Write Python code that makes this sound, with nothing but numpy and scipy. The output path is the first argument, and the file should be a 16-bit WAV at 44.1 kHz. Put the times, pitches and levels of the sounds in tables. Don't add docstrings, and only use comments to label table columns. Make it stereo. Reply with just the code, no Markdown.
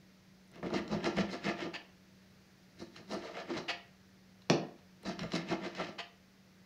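import sys
import numpy as np
from scipy import signal
from scipy.fft import rfft, irfft, next_fast_len
from scipy.io import wavfile
from scipy.ndimage import map_coordinates

SR = 44100
rng = np.random.default_rng(int(sys.argv[2]) if len(sys.argv) > 2 else 0)


def gain_from_decibels(decibels):
    exponent = np.asarray(decibels, float) / 20
    return 10 ** exponent


def bounce(signal):
    frames = np.transpose(np.atleast_2d(signal))
    limited = np.clip(frames, -1, 1)
    pcm = np.round(limited * 32767).astype(np.int16)
    wavfile.write(sys.argv[1], SR, pcm)


N = 293600

LANDING_S = 0.6288

# centre [Hz], width [Hz], level [dB].
BOARD_MODES = [(453.4, 46, -0.5), (578, 17, 3.5), (652.6, 45, 0), (755, 76, -5.5), (893, 95, -7),
               (1189, 54, -5), (1348, 49, -4.5)]
# centre [Hz], width [Hz], level [dB].
EDGE_MODES = [(1606, 396, -2.5), (1800, 197, 3.5), (2107, 110, 4), (2525, 270, -1), (3020, 650, -4.5)]
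# centre [Hz], width [Hz], level [dB].
STRUCK_MODES = [(173, 19.6, 3.5), (248, 17.4, 2.5), (330, 27.5, 1), (392, 31, -6.5), (439.5, 48, -5),
                (591, 34, -4.5), (689, 29, -1.5), (1040, 620, -18)]
# frequency [Hz], level [dB per Hz].
SHEEN_SPECTRUM = [(6000, -42), (7500, -8.5), (9500, -5.5), (12000, -17), (14500, -17), (16500, -14)]
# frequency [Hz], left-right likeness [0..1].
NEAR_LIKENESS = [(30, 0.58), (150, 1), (400, .95), (1000, 0.6), (2500, 0.083), (6000, 0.1), (15000, 0.2)]
# frequency [Hz], left minus right [dB].
BOARD_LEAN = [(60, -6.5), (150, -4), (380, -0.5), (950, -4), (2380, 1), (5980, -8), (15000, -5)]


def unit(x):
    return x / np.sqrt(np.mean(x ** 2) + 1e-20)


def along(points, hz):
    f, value = np.transpose(points)
    return np.interp(np.log(hz + 1), np.log(f + 1), value)


def wobble(rate_hz):
    knots = rng.standard_normal(int(N * rate_hz / SR) + 4)
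    return map_coordinates(knots, [np.arange(N) * rate_hz / SR])


def filtered(x, response):
    m = next_fast_len(N + SR // 2)
    return irfft(rfft(x, m) * response(np.fft.rfftfreq(m, 1 / SR)), m)[..., :N]


def ringing(x, modes):
    def response(f):
        h = 0
        for k, (centre_hz, width_hz, db) in enumerate(modes):
            damping = 1j * f * width_hz
            h = h + (-1) ** k * gain_from_decibels(db) * damping / (centre_hz ** 2 - f * f + damping)
        low_hz, high_hz = modes[0][0], modes[-1][0]
        h = h * (1j * f / (low_hz + 1j * f)) / (1 + 1j * f / high_hz)
        return h / np.sqrt(np.mean(abs(h) ** 2))
    return filtered(x, response)


def coloured(x, spectrum):
    return filtered(x, lambda f: unit(gain_from_decibels(along(spectrum, f))))


def ports(pair, likeness):
    def mid_side(hz):
        angle = np.arccos(np.clip(along(likeness, hz), -1, 1)) / 2
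        return np.array([np.cos(angle), np.sin(angle)])
    mid, side = filtered(pair, mid_side)
    return np.array([mid + side, mid - side])


def leaning(x, points):
    return filtered(x, lambda hz: gain_from_decibels(along(points, hz) / 2 * [[1], [-1]]))


def bursts(times_s, levels_db, t60_s):
    out, t = np.zeros((2, N + 900)), np.arange(900) / SR
    for s, db in zip(times_s, levels_db):
        first = round(s * SR)
        out[:, first:first + len(t)] += gain_from_decibels(db - 60 * t / t60_s) * rng.standard_normal((2, len(t)))
    return out[:, :N]


def slips(rate_hz, spread_db, smooth):
    size = gain_from_decibels(spread_db * rng.uniform(-1, 1, N))
    jerks = (rng.random(N) < rate_hz / SR) * size
    return unit(unit(jerks) + smooth) * rng.standard_normal((2, N))


def background():
    # frequency [Hz], level [dB per Hz].
    air_spectrum = [(12, -34), (25, -22.5), (60, -15.5), (100, -9.5), (160, -9), (240, -14.5), (500, -18),
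                    (1000, -25.5), (1900, -22), (3140, -28.5), (4640, -26), (6140, -29.5), (8110, -42),
                    (15900, -41)]
    # frequency [Hz], left-right likeness [0..1].
    air_likeness = [(40, 0.11), (130, 0.15), (300, 0.07), (700, 0.021), (9000, 0.017)]
    # frequency [Hz], left minus right [dB].
    air_lean = [(60, -1), (180, -5.5), (550, -0.5), (1650, 2), (4970, 1.5), (15000, 4.5)]
    # frequency [Hz], level [dB rms].
    hum_lines = [(188, -65.5), (93, -80.5), (330, -85.5), (605, -85.5)]
    noise = ports(rng.standard_normal((2, N)), air_likeness)
    air = gain_from_decibels(-62 + 0.42 * wobble(1)) * coloured(noise, air_spectrum)
    drift_s = np.cumsum(1 + 0.00653 * wobble(7.8)) / SR
    hum = np.zeros(N)
    for hz, db in hum_lines:
        hum += gain_from_decibels(db + 3 + 0.8 * wobble(8)) * np.sin(2 * np.pi * hz * drift_s)
    return leaning(air, air_lean) + hum * gain_from_decibels([[-1.1], [1.1]])


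def kitchen(x):
    # frequency [Hz], t60 [s].
    decay = [(100, 0.42), (300, 0.42), (700, 0.45), (2000, 0.4), (5000, 0.3), (9000, 0.16)]
    hz, t, z = signal.stft(rng.standard_normal((2, SR // 2)), SR, nperseg=256)
    tail = signal.istft(z * gain_from_decibels(-60 * t / along(decay, hz)[:, None]), SR, nperseg=256)[1]
    tail = np.pad(tail / np.linalg.norm(tail[0]), ((0, 0), (150, 0)))
    return signal.fftconvolve(x, tail, axes=1)[:, :N]


def touches():
    # time [s], level [dB].
    snaps = [
        (.477, -66),
        (.516, -61),
        (.557, -66),
        (5.031, -57),
    ]
    s, db = np.transpose(snaps)
    pops = coloured(bursts(s, db, t60_s=0.012), SHEEN_SPECTRUM)
    rap = ringing(bursts([LANDING_S], [-34.5], t60_s=0.012), BOARD_MODES[3:] + EDGE_MODES[:3])
    return leaning(ports(pops + rap, NEAR_LIKENESS), BOARD_LEAN)


def knock():
    # time [s], thud [dB], crack [dB].
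    blows = [
        (.6288, -26.5, -54),
        (4.492, -41, -41),
        (4.4998, -10, 5.5),
        (4.5068, -42, -24),
        (4.514, -20.5, -41),
    ]
    # frequency [Hz], level [dB per Hz].
    crack_spectrum = [(400, -34), (900, -37), (1300, -10), (2400, -1), (3400, -5), (4500, -3), (6000, -10),
                      (6900, -23), (9000, -34), (16000, -53)]
    s, thud_db, crack_db = np.transpose(blows)
    at = np.round(s * SR).astype(int)
    blow, crack = np.zeros((2, 2, N))
    blow[0, at] = gain_from_decibels(thud_db + 15.5)
    crack[:, at] = -gain_from_decibels(crack_db + np.array([[-4.5], [-8]]))
    chatter = bursts(s, crack_db - 25, t60_s=0.015)
    return ringing(blow, STRUCK_MODES), coloured(crack + chatter, crack_spectrum)


def flicks():
    # time [s], half length [s], skid [dB], blade ring [dB], thud [dB].
    flick_events = [
        (1.752, 0.016, -46.5, -41, -52.5),
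        (3.699, 0.016, -39.5, -32.5, -43),
        (3.736, 0.019, -58, -54, -61),
        (5.998, 0.014, -43.5, -39, -49.5),
    ]
    # frequency [Hz], level [dB per Hz].
    skid_spectrum = [(300, -70), (800, 23.5), (1500, 16), (3000, -4), (5500, -11), (7000, 0), (8000, -66),
                     (16000, -57)]
    # centre [Hz], width [Hz], level [dB].
    blade_modes = [(1850, 380, -5.5), (2580, 340, 1.5), (3010, 620, -3), (4630, 700, -7.5)]
    s, half_s, *levels_db = np.transpose(flick_events)
    swell = np.exp(-((np.arange(N) / SR - s[:, None]) / half_s[:, None]) ** 4)
    skid, ring, thud = gain_from_decibels(levels_db) @ swell
    grit = slips(rate_hz=4000, spread_db=4, smooth=1.2)
    sung = ringing(grit * ring, blade_modes)
    return coloured(grit * skid, skid_spectrum) + sung + ringing(grit * thud, STRUCK_MODES[4:])


def ticks():
    # time [s], peak [dB], low body over peak [dB], knock over peak [dB].
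    catches = [(0.5142, -63, 1, -10), (0.5569, -49, 22, 1), (0.6298, -55, 4, 7), (0.7027, -46, 14, 16),
               (0.7381, -36, 0, -14), (0.8784, -41.5, -8, -6), (0.9153, -42, 10, 1), (0.9614, -54, 14, -4),
               (1.043, -33, -28, 5.5), (1.1676, -38, 5, 4), (2.963, -43, -6, -29), (3.113, -40, 19, -20),
               (3.4988, -48, 15, 4), (4.4197, -54, -6, -15), (4.788, -58, -25, 2), (4.9704, -67, 16, -16),
               (5.0322, -53, 13, 7), (5.0527, -45, -7, 8), (5.1921, -31.5, -3, -11),
               (5.2322, -37.5, 22, -1), (5.3195, -33, -29, -4), (5.3356, -33, 20, 4), (5.4872, -41, 2, -9),
               (5.5243, -36, -16, -25), (5.75, -37, -9, -8)]
    # frequency [Hz], level [dB per Hz].
    click_spectrum = [(470, -41), (800, 9), (2940, -6), (3400, -5), (3990, 4.5), (4680, -14), (5490, -7),
                      (9530, -31), (15000, -52)]
    # centre [Hz], width [Hz], level [dB].
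    steel_modes = [(1960, 1600, -13.5), (2820, 300, 4), (4090, 210, 0.5), (5360, 220, -1), (7200, 160, -11),
                   (9250, 320, -22)]
    s, db, body_db, knock_db = np.transpose(catches)
    contact = bursts(s, db - 4, t60_s=0.013)
    click = gain_from_decibels(1) * coloured(contact, click_spectrum) + gain_from_decibels(3.5) * ringing(contact, steel_modes)
    body = ringing(bursts(s, db + body_db - 5, t60_s=0.0015), STRUCK_MODES[:4])
    return click + body + ringing(bursts(s, db + knock_db - 3, t60_s=0.028), BOARD_MODES)


def strokes(levels_db, start_s, hold_s, rise_s, fall_s):
    grid_s = np.arange(0, N, 22) / SR
    landed = abs(start_s - LANDING_S) < 0.03
    t = grid_s - np.where(landed, LANDING_S, start_s)[:, None]
    rise_s = np.where(landed, 0.002, rise_s)[:, None]
    rise_db = -20 * np.maximum(-t / rise_s, 0)
    fall_db = -20 * np.maximum((t - hold_s[:, None]) / fall_s, 0)
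    shape = gain_from_decibels(np.maximum(rise_db + fall_db, -150))
    return [np.interp(np.arange(N) / SR, grid_s, gain) for gain in gain_from_decibels(levels_db) @ shape]


def sawing():
    # start [s], hold [s], thrum [dB], rub over thrum [dB],
    # deep shake over thrum [dB].
    presses = [(0.556, 0.026, -47.5, -6, -6), (0.616, 0.058, -38.5, -8, -1), (0.718, 0.1, -35.5, -7, -1.5),
               (0.913, 0.054, -37, -3.5, 3.5), (1.047, 0.046, -32.5, -7, -9), (1.169, 0.08, -36.5, -1, 3),
               (1.314, 0.048, -40, -4.5, -11), (1.455, 0.057, -38.5, 1, -1.5),
               (1.606, 0.091, -41, -2, -7.5), (2.797, 0.039, -51.5, -5, -0.5),
               (2.959, 0.073, -59.5, -1, 3.5), (3.11, 0.055, -38.5, -5, -7), (3.214, 0.15, -55.5, 5.5, -9),
               (3.342, 0.11, -55.5, 7, -4), (3.491, 0.03, -37.5, -5.5, -16.5), (3.55, 0.064, -45, -0.5, -2),
               (5.06, 0.08, -43.5, -3.5, 0.5), (5.208, 0.044, -44.5, -2, 7),
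               (5.334, 0.078, -38.5, -2, -5.5), (5.496, 0.038, -34, -3, -0.5),
               (5.626, 0.051, -44.5, 0.5, -4), (5.774, 0.074, -43, 1.5, -4), (5.861, 0.046, -52.5, -4, 2)]
    # start [s], hold [s], rasp [dB], brightness [dB].
    slides = [(0.546, 0.043, -60.5, -1), (0.623, 0.079, -56, 0), (0.735, 0.051, -42, -1),
              (0.906, 0.041, -46, -1), (1.041, 0.042, -40.5, 0.5), (1.165, 0.06, -42.5, 2),
              (1.299, 0.058, -47, 2), (1.449, 0.046, -38.5, -1.5), (1.578, 0.097, -47, -1),
              (2.784, 0.068, -61.5, 7.5), (2.954, 0.015, -58, 5.5), (3.108, 0.035, -49, 6),
              (3.209, 0.096, -51.5, 0.5), (3.344, 0.085, -48.5, -1.5), (3.48, 0.06, -55.5, -2),
              (3.531, 0.069, -47, 1), (5.055, 0.061, -51, 4), (5.196, 0.046, -49.5, -2),
              (5.328, 0.058, -43, 3.5), (5.486, 0.041, -42, -1), (5.623, 0.055, -47.5, 0),
              (5.758, 0.12, -45.5, 0), (5.865, 0.055, -58.5, 1)]
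    # centre [Hz], width [Hz], level [dB].
    thrum_modes = [(243.4, 8.8, -9.5), (334.5, 23.2, -1.5), (397.2, 5.5, -12)]
    # frequency [Hz], level [dB per Hz].
    shake_spectrum = [(15, -39), (30, -25), (80, -17), (125, -12.5), (165, -0.5), (205, 0.5), (240, -11.5),
                      (320, -61.5)]
    # centre [Hz], width [Hz], level [dB].
    hiss_modes = [(3980, 330, 4), (4830, 605, 0), (5310, 395, 1), (6220, 1140, -8.5), (7970, 2300, -28)]
    s, hold_s, db, rub_db, shake_db = np.transpose(presses)
    levels_db = [db - 1, db + rub_db - 0.5, db + shake_db - 1]
    thrum_gain, rub_gain, shake_gain = strokes(levels_db, s + 0.014, 0.52 * hold_s, 0.048, 0.04)
    s, hold_s, db, bright_db = np.transpose(slides)
    levels_db = [db + 0.5, db - 5.5 + bright_db, db - 25.5 + 1.6 * bright_db]
    rasp_gain, hiss_gain, sheen_gain = strokes(levels_db, s + 0.014, 0.53 * hold_s, 0.046, 0.047)

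    drag = slips(rate_hz=1200, spread_db=6, smooth=1) * gain_from_decibels(1.5 * wobble(70))
    swapped = drag[::-1]

    def grip():
        return gain_from_decibels(2.2 * wobble(45))

    thrum = ringing(drag * grip() * thrum_gain, thrum_modes)
    rub = ringing(swapped * grip() * rub_gain, BOARD_MODES)
    shake = coloured(swapped * shake_gain, shake_spectrum)
    rasp = ringing(drag * grip() * rasp_gain, EDGE_MODES)
    hiss = ringing(swapped * grip() * hiss_gain, hiss_modes)
    sheen = coloured(drag * sheen_gain, SHEEN_SPECTRUM)
    return thrum + rub + shake + rasp + hiss + sheen


def scene():
    # frequency [Hz], left-right likeness [0..1].
    room_likeness = [(60, 1), (150, 0.89), (380, 0.94), (950, 0.14), (2380, 0.08), (5980, 0.029),
                     (15000, 0.053)]
    saw, flick = sawing() + ticks(), flicks()
    thud, crack = knock()
    wet = kitchen(gain_from_decibels(-7) * (saw + flick))
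    wet = wet + kitchen(gain_from_decibels(-1) * thud[:1] + gain_from_decibels(-5) * crack[:1])
    near = ports(saw + flick + thud + crack, NEAR_LIKENESS)
    return leaning(near + ports(wet, room_likeness), BOARD_LEAN) + background() + touches()


def top_cut(x):
    return signal.sosfilt(signal.butter(12, 16010, fs=SR, output="sos"), x)


def record(dry):
    mix = filtered(dry, lambda hz: hz < 15750)
    return top_cut(mix)


dry = scene()
out = record(dry)
bounce(out)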